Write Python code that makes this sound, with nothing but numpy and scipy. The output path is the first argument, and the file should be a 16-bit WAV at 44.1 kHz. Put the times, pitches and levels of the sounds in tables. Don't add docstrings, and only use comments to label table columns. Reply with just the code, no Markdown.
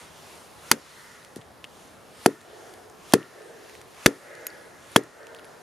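import sys
import numpy as np
from scipy import signal
from scipy.io import wavfile
from scipy.ndimage import uniform_filter1d

SR = 44100
rng = np.random.default_rng(int(sys.argv[2]) if len(sys.argv) > 2 else 0)


def transcribe(u):
    v = np.clip(np.atleast_2d(u).T, -1, 1)
    q = np.round(v * 32767).astype(np.int16)
    wavfile.write(sys.argv[1], SR, q)


def voltage_ratio(decibels):
    exponent = np.asarray(decibels, float) / 20
    return 10 ** exponent


N = 247842

# start in seconds, then levels in dB of the thump,
# the log modes, the returning wave and the forest tail.
BLOW_EVENTS = [
    (0.7155, -30, -21.5, -26.5, -18),
    (1.3640, -35, -41, -55, -39),
    (2.2597, -1, -15.5, -13, -24),
    (3.1356, 0, -12, -9.5, -19),
    (4.0594, -2, -14.5, -15, -15.5),
    (4.9606, -3, -14.5, -13, -17),
]


def curve(points, hz, column=1):
    points = np.array(points)
    return np.interp(np.log(hz), np.log(points[:, 0]), points[:, column])


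def rms_one(x):
    return x / np.sqrt(np.mean(x ** 2) + 1e-20)


def drift(rate):
    knots = rng.standard_normal(int(N / SR * 40) + 2)
    return np.interp(np.arange(N) / SR * rate, np.arange(len(knots)), knots)


def filtered(x, order, hz, kind="low"):
    return signal.sosfilt(signal.butter(order, hz, kind, fs=SR, output="sos"), x)


def ring(x, hz, t60):
    radius = voltage_ratio(-60 / (t60 * SR))
    angle = 2 * np.pi * hz / SR
    poles = [1, -2 * radius * np.cos(angle), radius * radius]
    return signal.lfilter([0, np.sin(angle)], poles, x + 1e-18)


def add(out, s, piece):
    i = round(s * SR)
    out[..., i:i + piece.shape[-1]] += piece[..., :N - i]


def bands(length, alike_of):
    edges = 22 * 2 ** np.arange(0, 9.7, 1 / 3)
    white = rng.standard_normal((2, 2, length))
    for k, (low, high) in enumerate(zip(edges, edges[1:])):
        centre = np.sqrt(low * high)
        mid, side = filtered(white[k % 2], 2, [low, high], "band")
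        alike = np.clip(alike_of(centre), 0, 1)
        yield centre, np.sqrt(1 + alike) * mid + np.sqrt(1 - alike) * side * [[1], [-1]]


def swish():
    # time of the blow in seconds, level at its end in dB.
    swings = [
        (0.71, -52),
        (2.258, -52),
        (3.134, -51.5),
        (4.06, -50.5),
        (4.958, -53),
    ]
    # centre in seconds, half length in seconds, level in dB.
    lifts = [
        (0.0, 0.074, -55.5),
        (0.298, 0.17, -57),
        (0.94, 0.22, -55),
        (1.826, 0.12, -62.5),
        (2.6, 0.19, -57.5),
        (3.386, 0.18, -58),
        (3.71, 0.11, -58),
        (4.324, 0.28, -58),
        (4.588, 0.11, -70),
        (5.293, 0.42, -62.5),
    ]
    rest_db, rise_db_per_s, settle_db_per_s = -66, 98, 104
    t = np.arange(N) / SR
    power = voltage_ratio(rest_db) ** 2
    for s, db in swings:
        below_db = np.where(t < s, rise_db_per_s * (s - t), settle_db_per_s * (t - s))
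        power = power + voltage_ratio(db - below_db) ** 2
    for s, half_s, db in lifts:
        power = power + voltage_ratio(db) ** 2 * np.exp(-((t - s) / half_s) ** 2)
    return np.sqrt(power)


def background():
    # frequency in Hz, density in dB per Hz.
    air_spectrum = [(20, -12), (45, -12), (75, -1.5), (150, 0), (300, -1), (500, 0.1), (800, -0.5),
                    (1400, -7.5), (2200, -21), (4000, -22.5), (8000, -27.5), (13000, -30.5), (16000, -55)]
    # frequency in Hz, density in dB per Hz.
    cloth_spectrum = [(500, -48), (1000, 9.5), (2000, 6), (4000, 3), (7000, 0.5), (10000, -4), (14000, -11),
                      (17000, -47)]
    # frequency in Hz, left-right likeness from 0 to 1.
    likeness = [(60, 1), (180, 0.46), (550, 0.64), (1650, 0.57), (4970, 0.86), (15000, 0.79)]
    air_db, cloth_db, flicker_db = -51, 6.5, 1.5
    air = cloth = 0
    for hz, band in bands(N, lambda hz: curve(likeness, hz)):
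        air = air + voltage_ratio(curve(air_spectrum, hz) + flicker_db * drift(6)) * band
        cloth = cloth + voltage_ratio(curve(cloth_spectrum, hz) + flicker_db * drift(12)) * band[:, ::-1]
    return voltage_ratio(air_db) * rms_one(air) + voltage_ratio(cloth_db) * swish() * rms_one(cloth)


def clearing(hit):
    delay_s, rise_s, t60_s = 0.21, 0.15, 2.1
    late = np.arange(SR) / SR - delay_s
    swell = voltage_ratio(-60 * np.maximum(late, 0) / t60_s) / (1 + np.exp(-late / rise_s * 4))
    mid, side = rng.standard_normal((2, SR))
    scatter = swell * (mid + 0.5 * side * [[1], [-1]]) / np.sqrt(SR / 2)
    middle = filtered(hit, 5, [388, 2020], "band")
    middle = middle - 0.87 * signal.lfilter(*signal.iirpeak(1053, 1.1, fs=SR), middle)
    return voltage_ratio(-13) * signal.fftconvolve(middle[None], scatter, axes=1)[:, :N]


def forest():
    # frequency in Hz, level in dB, t60 in seconds.
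    tail_bands = [(200, -22, 0.19), (457, 0, 0.34), (900, -6, 0.19), (1700, -3.5, 0.15),
                  (3000, -6.5, 0.066), (6000, -4.5, 0.08), (10900, -9.5, 0.067), (16000, -36, .04)]
    out, t = np.zeros((2, N)), np.arange(SR // 4) / SR
    for s, *_, tail_db in BLOW_EVENTS:
        tail = 0
        for hz, band in bands(len(t), lambda hz: 0.5):
            if hz > 150:
                decay_db = 60 * t / curve(tail_bands, hz, column=2)
                tail = tail + voltage_ratio(curve(tail_bands, hz) - decay_db) * band
        add(out, s + 0.003, voltage_ratio(tail_db) * tail * np.minimum(t / 0.0017, 1))
    return out


def ticks():
    # start in seconds, ring level in dB, frequency in Hz, snap level in dB.
    bark_ticks = [(1.117, -41, 7060, -50), (1.229, -41, 3920, -53), (1.2482, -44, 6000, -35),
                  (1.4137, -39, 3250, -47), (1.4190, -42, 3200, -54), (2.408, -44, 3800, -43),
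                  (2.4140, -50, 10040, -39), (2.695, -48, 4200, -41), (2.7385, -39, 3560, -34),
                  (2.8984, -47, 4700, -39.5), (3.123, -26, 3370, -26), (3.1274, -33, 3000, -42),
                  (3.2292, -32, 2750, -45), (3.419, -34, 2570, -40), (3.6960, -36, 2550, -39),
                  (3.752, -34, 2300, -36), (3.8143, -37, 2290, -37), (4.3525, -35, 9700, -35),
                  (4.9183, -38, 10300, -53), (5.0360, -52, 2700, -35.5), (5.232, -37, 5500, -59),
                  (5.2690, -36, 3120, -32.5), (5.3476, -32, 3370, -34), (5.3640, -44, 4720, -41),
                  (5.3880, -37, 3620, -51), (5.3946, -36, 2800, -38.5), (5.445, -40, 2550, -37),
                  (5.4525, -40, 10500, -57.5)]
    # start in seconds, ring level in dB, frequency in Hz, snap level in dB,
    # t60 in milliseconds.
    clinks = [
        (1.6423, -22.5, 2800, -32.5, 3.3),
        (1.6445, -32, 2140, -39, 6),
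        (1.6492, -33.5, 2840, -47, 7.8),
        (4.4677, -18.5, 11900, -21.5, 16),
        (4.4694, -30, 6700, -49, 42),
        (4.4675, -25, 14100, -37, 8),
        (4.4679, -30, 2450, -25, 6.5),
        (4.5028, -42, 4600, -40, 15),
    ]
    bark_t60_ms = 3.5
    out, t = np.zeros((2, N)), np.arange(SR // 15) / SR
    events = [*[(*row, bark_t60_ms) for row in bark_ticks], *clinks]
    for s, ring_db, hz, snap_db, t60_ms in events:
        noise = rng.standard_normal(len(t)) * np.exp(-t / 0.0016)
        snap = filtered(noise, 2, [1600, 9000], "band")
        tone = ring(snap * np.exp(-t / 0.00014), hz, t60_ms / 1000)
        tick = voltage_ratio(ring_db) * tone / np.abs(tone).max() + voltage_ratio(snap_db) * snap / np.abs(snap).max()
        pan_db = rng.normal(0, 1.5) * np.array([[1], [-1]])
        add(out, s, voltage_ratio(pan_db) * tick)
    return out


def tearing():
    # start in seconds, level in dB, length in milliseconds, knock level in dB.
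    tears = [(0.7142, 0, 2.9, 0.5), (.7160, -14, 1, -4.5), (0.721, -13, 0.79, -5), (1.359, -38.5, 5.1, -60),
             (2.2608, -5, 2.77, -1), (2.2643, -18, 3, -17), (3.1359, -5, 2.7, -24), (3.1385, -5.5, 2.8, 1),
             (4.0603, 3, 1.18, 7.5), (4.0633, 4.5, 0.87, -4), (4.0645, -33, 1.3, 5),
             (4.9609, -5, 2.06, 6.5), (4.9620, -16, 1.6, -15), (4.9640, -8.5, 3.2, -18)]
    # frequency in Hz, level in dB, t60 in seconds.
    round_modes = [(1470, -3, .009), (1740, -3, .009), (2040, -4, .008), (2600, -6, .006), (3400, -4, .006),
                   (4650, -5, .005), (6200, -7, .004)]
    out, t = np.zeros(N), np.arange(SR // 20) / SR
    for s, db, length_ms, knock_db in tears:
        snaps = rng.standard_normal(len(t)) * voltage_ratio(2.5 * rng.exponential(1, len(t)) - 2.5)
        shape = np.exp(-(t * 1000 / length_ms) ** 2) + 0.017 * np.exp(-t / 0.0037)
        volley = snaps * shape * np.minimum(t / 0.0002, 1)
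        strengths = voltage_ratio(rng.normal(0, 2.5, len(round_modes)))
        body = 0
        for strength, (hz, mode_db, t60) in zip(strengths, round_modes):
            body = body + strength * voltage_ratio(mode_db) * ring(volley, hz, t60)
        crack = filtered(volley, 1, [1600, 11000], "band")
        add(out, s, voltage_ratio(db) * crack + voltage_ratio(knock_db) * body / np.abs(body).max())
    return out


def returning_wave(t):
    # delay in milliseconds, frequency in Hz, level in dB,
    # rise in milliseconds, fall in milliseconds.
    returns = [
        (21.23, 410, -2, 9.2, 2),
        (31.55, 450, -6.5, 0.72, 2.1),
        (52.46, 360, -21.5, 3.3, 7.1),
        (80.4, 340, -25.5, 2.6, 5.7),
    ]
    glide_hz_per_ms = -5
    wave = 0
    for delay_ms, hz, db, rise_ms, fall_ms in returns:
        late = t * 1000 - delay_ms
        swell = 1 / (np.exp(-late / rise_ms) + np.exp(np.minimum(late / fall_ms, 50)))
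        phase = 2 * np.pi * (hz + glide_hz_per_ms * late / 2) * late / 1000
        wave = wave + 2 * voltage_ratio(db) * swell * np.cos(phase)
    return wave


def blows():
    # frequency in Hz, level in dB, t60 in seconds.
    log_modes = [(124.8, -14, 0.21), (160, -18, 0.21), (186, -10.5, 0.12), (189, -23, 0.069),
                 (227.5, -0.5, 0.11), (281, -3, 0.17), (294, -25, 0.028), (366.5, 6.5, 0.055),
                 (384.4, -24.5, 0.44), (434, -19.5, 0.33), (535, -27, 0.087)]
    # frequency in Hz, level in dB, t60 in seconds.
    steel_modes = [(1390, -10, .018), (1810, -8, .018)]
    # start in seconds, level in dB, frequency in Hz, cycles of ring.
    knocks = [(0.714, -8.5, 1230, 24), (.7146, -2, 2100, 22), (.7148, -5, 900, 14.4),
              (0.7154, -2.5, 4880, 36), (.7165, -5.5, 1440, 18), (0.7144, -8, 1520, 7.3),
              (1.3650, -23.5, 380, 6.7), (1.3760, -38, 178, 10), (1.384, -31, 123, 8.5),
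              (1.643, -35, 1600, 9.6), (1.643, -36, 1050, 3), (2.2601, 4, 1540, 2.3), (2.26, -4.5, 724, 20),
              (2.2614, -9.5, 2760, 12), (3.1362, 0.5, 792, 13), (3.1372, -10, 3570, 48),
              (4.0604, 4.3, 500, 5.7), (4.0623, -9, 3000, 24), (4.9602, -1.5, 1200, 3.4),
              (4.9612, 8, 526, 3.3), (4.9629, -10, 1700, 54), (4.9622, -1.5, 900, 12),
              (4.9633, -1, 3290, 36)]
    steel_below_log_db = 28.5
    out, t = np.zeros(N), np.arange(SR // 3) / SR
    click = 1.0 * (t == 0)
    soft = filtered(click, 2, 900)
    thump = ring(soft, 305, 0.037) + 0.23 * ring(soft, 330, 0.0046)
    modes = np.array([(-1) ** k * voltage_ratio(db) * ring(soft, hz, t60)
                      for k, (hz, db, t60) in enumerate(log_modes)])
    modes = modes * (1 - np.exp(-t / 0.0081))
    wave = returning_wave(t)
    for s, thump_db, log_db, wave_db, _ in BLOW_EVENTS:
        add(out, s + 0.00089, voltage_ratio(thump_db) * thump)
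        chatter = 0.41 * rng.standard_normal(len(t)) * np.exp(-t / 0.1)
        steel = sum(voltage_ratio(db) * ring(chatter, hz, t60) for hz, db, t60 in steel_modes)
        landing = voltage_ratio(rng.normal(0, 3, len(log_modes)))
        add(out, s, voltage_ratio(log_db) * landing @ modes)
        add(out, s, voltage_ratio(wave_db) * wave)
        add(out, s, voltage_ratio(log_db - steel_below_log_db) * steel)
    for s, db, hz, cycles in knocks:
        add(out, s, voltage_ratio(db) * ring(click, hz, cycles / hz))
    return out


def scene():
    hit = blows() + filtered(tearing(), 4, 12500)
    hit = filtered(hit, 4, 130, "high")
    echoes = np.roll(hit, 25) - np.roll(hit, 70)
    smear = voltage_ratio(-20) * filtered(echoes, 1, 12000)
    direct = hit + smear * [[1], [-1]]
    return direct + forest() + clearing(hit) + ticks() + filtered(background(), 8, 15200)


def top_cut(x):
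    return signal.sosfilt(signal.butter(12, 16430, fs=SR, output="sos"), x)


def record(dry):
    duck_db, recover_s = 4, 0.29
    x = dry - 0.6 * signal.lfilter(*signal.iirpeak(7850, 30.0, fs=SR), dry)
    x = x + 0.5 * signal.lfilter(*signal.iirpeak(10500, 4.0, fs=SR), x)
    loud = 1.0 * (np.abs(x).max(axis=0) > 0.8)
    over = uniform_filter1d(loud, size=400, origin=199) > 0
    hold = np.exp(-1 / (recover_s * SR))
    duck = np.minimum(signal.lfilter([0.004], [1, -hold], over), 1)
    x = x * voltage_ratio(-duck_db * duck)
    x = x / (1 + np.abs(x) ** 8) ** (1 / 8)
    x = filtered(x, 2, 35, "high")
    return top_cut(x)


dry = scene()
out = record(dry)
transcribe(out)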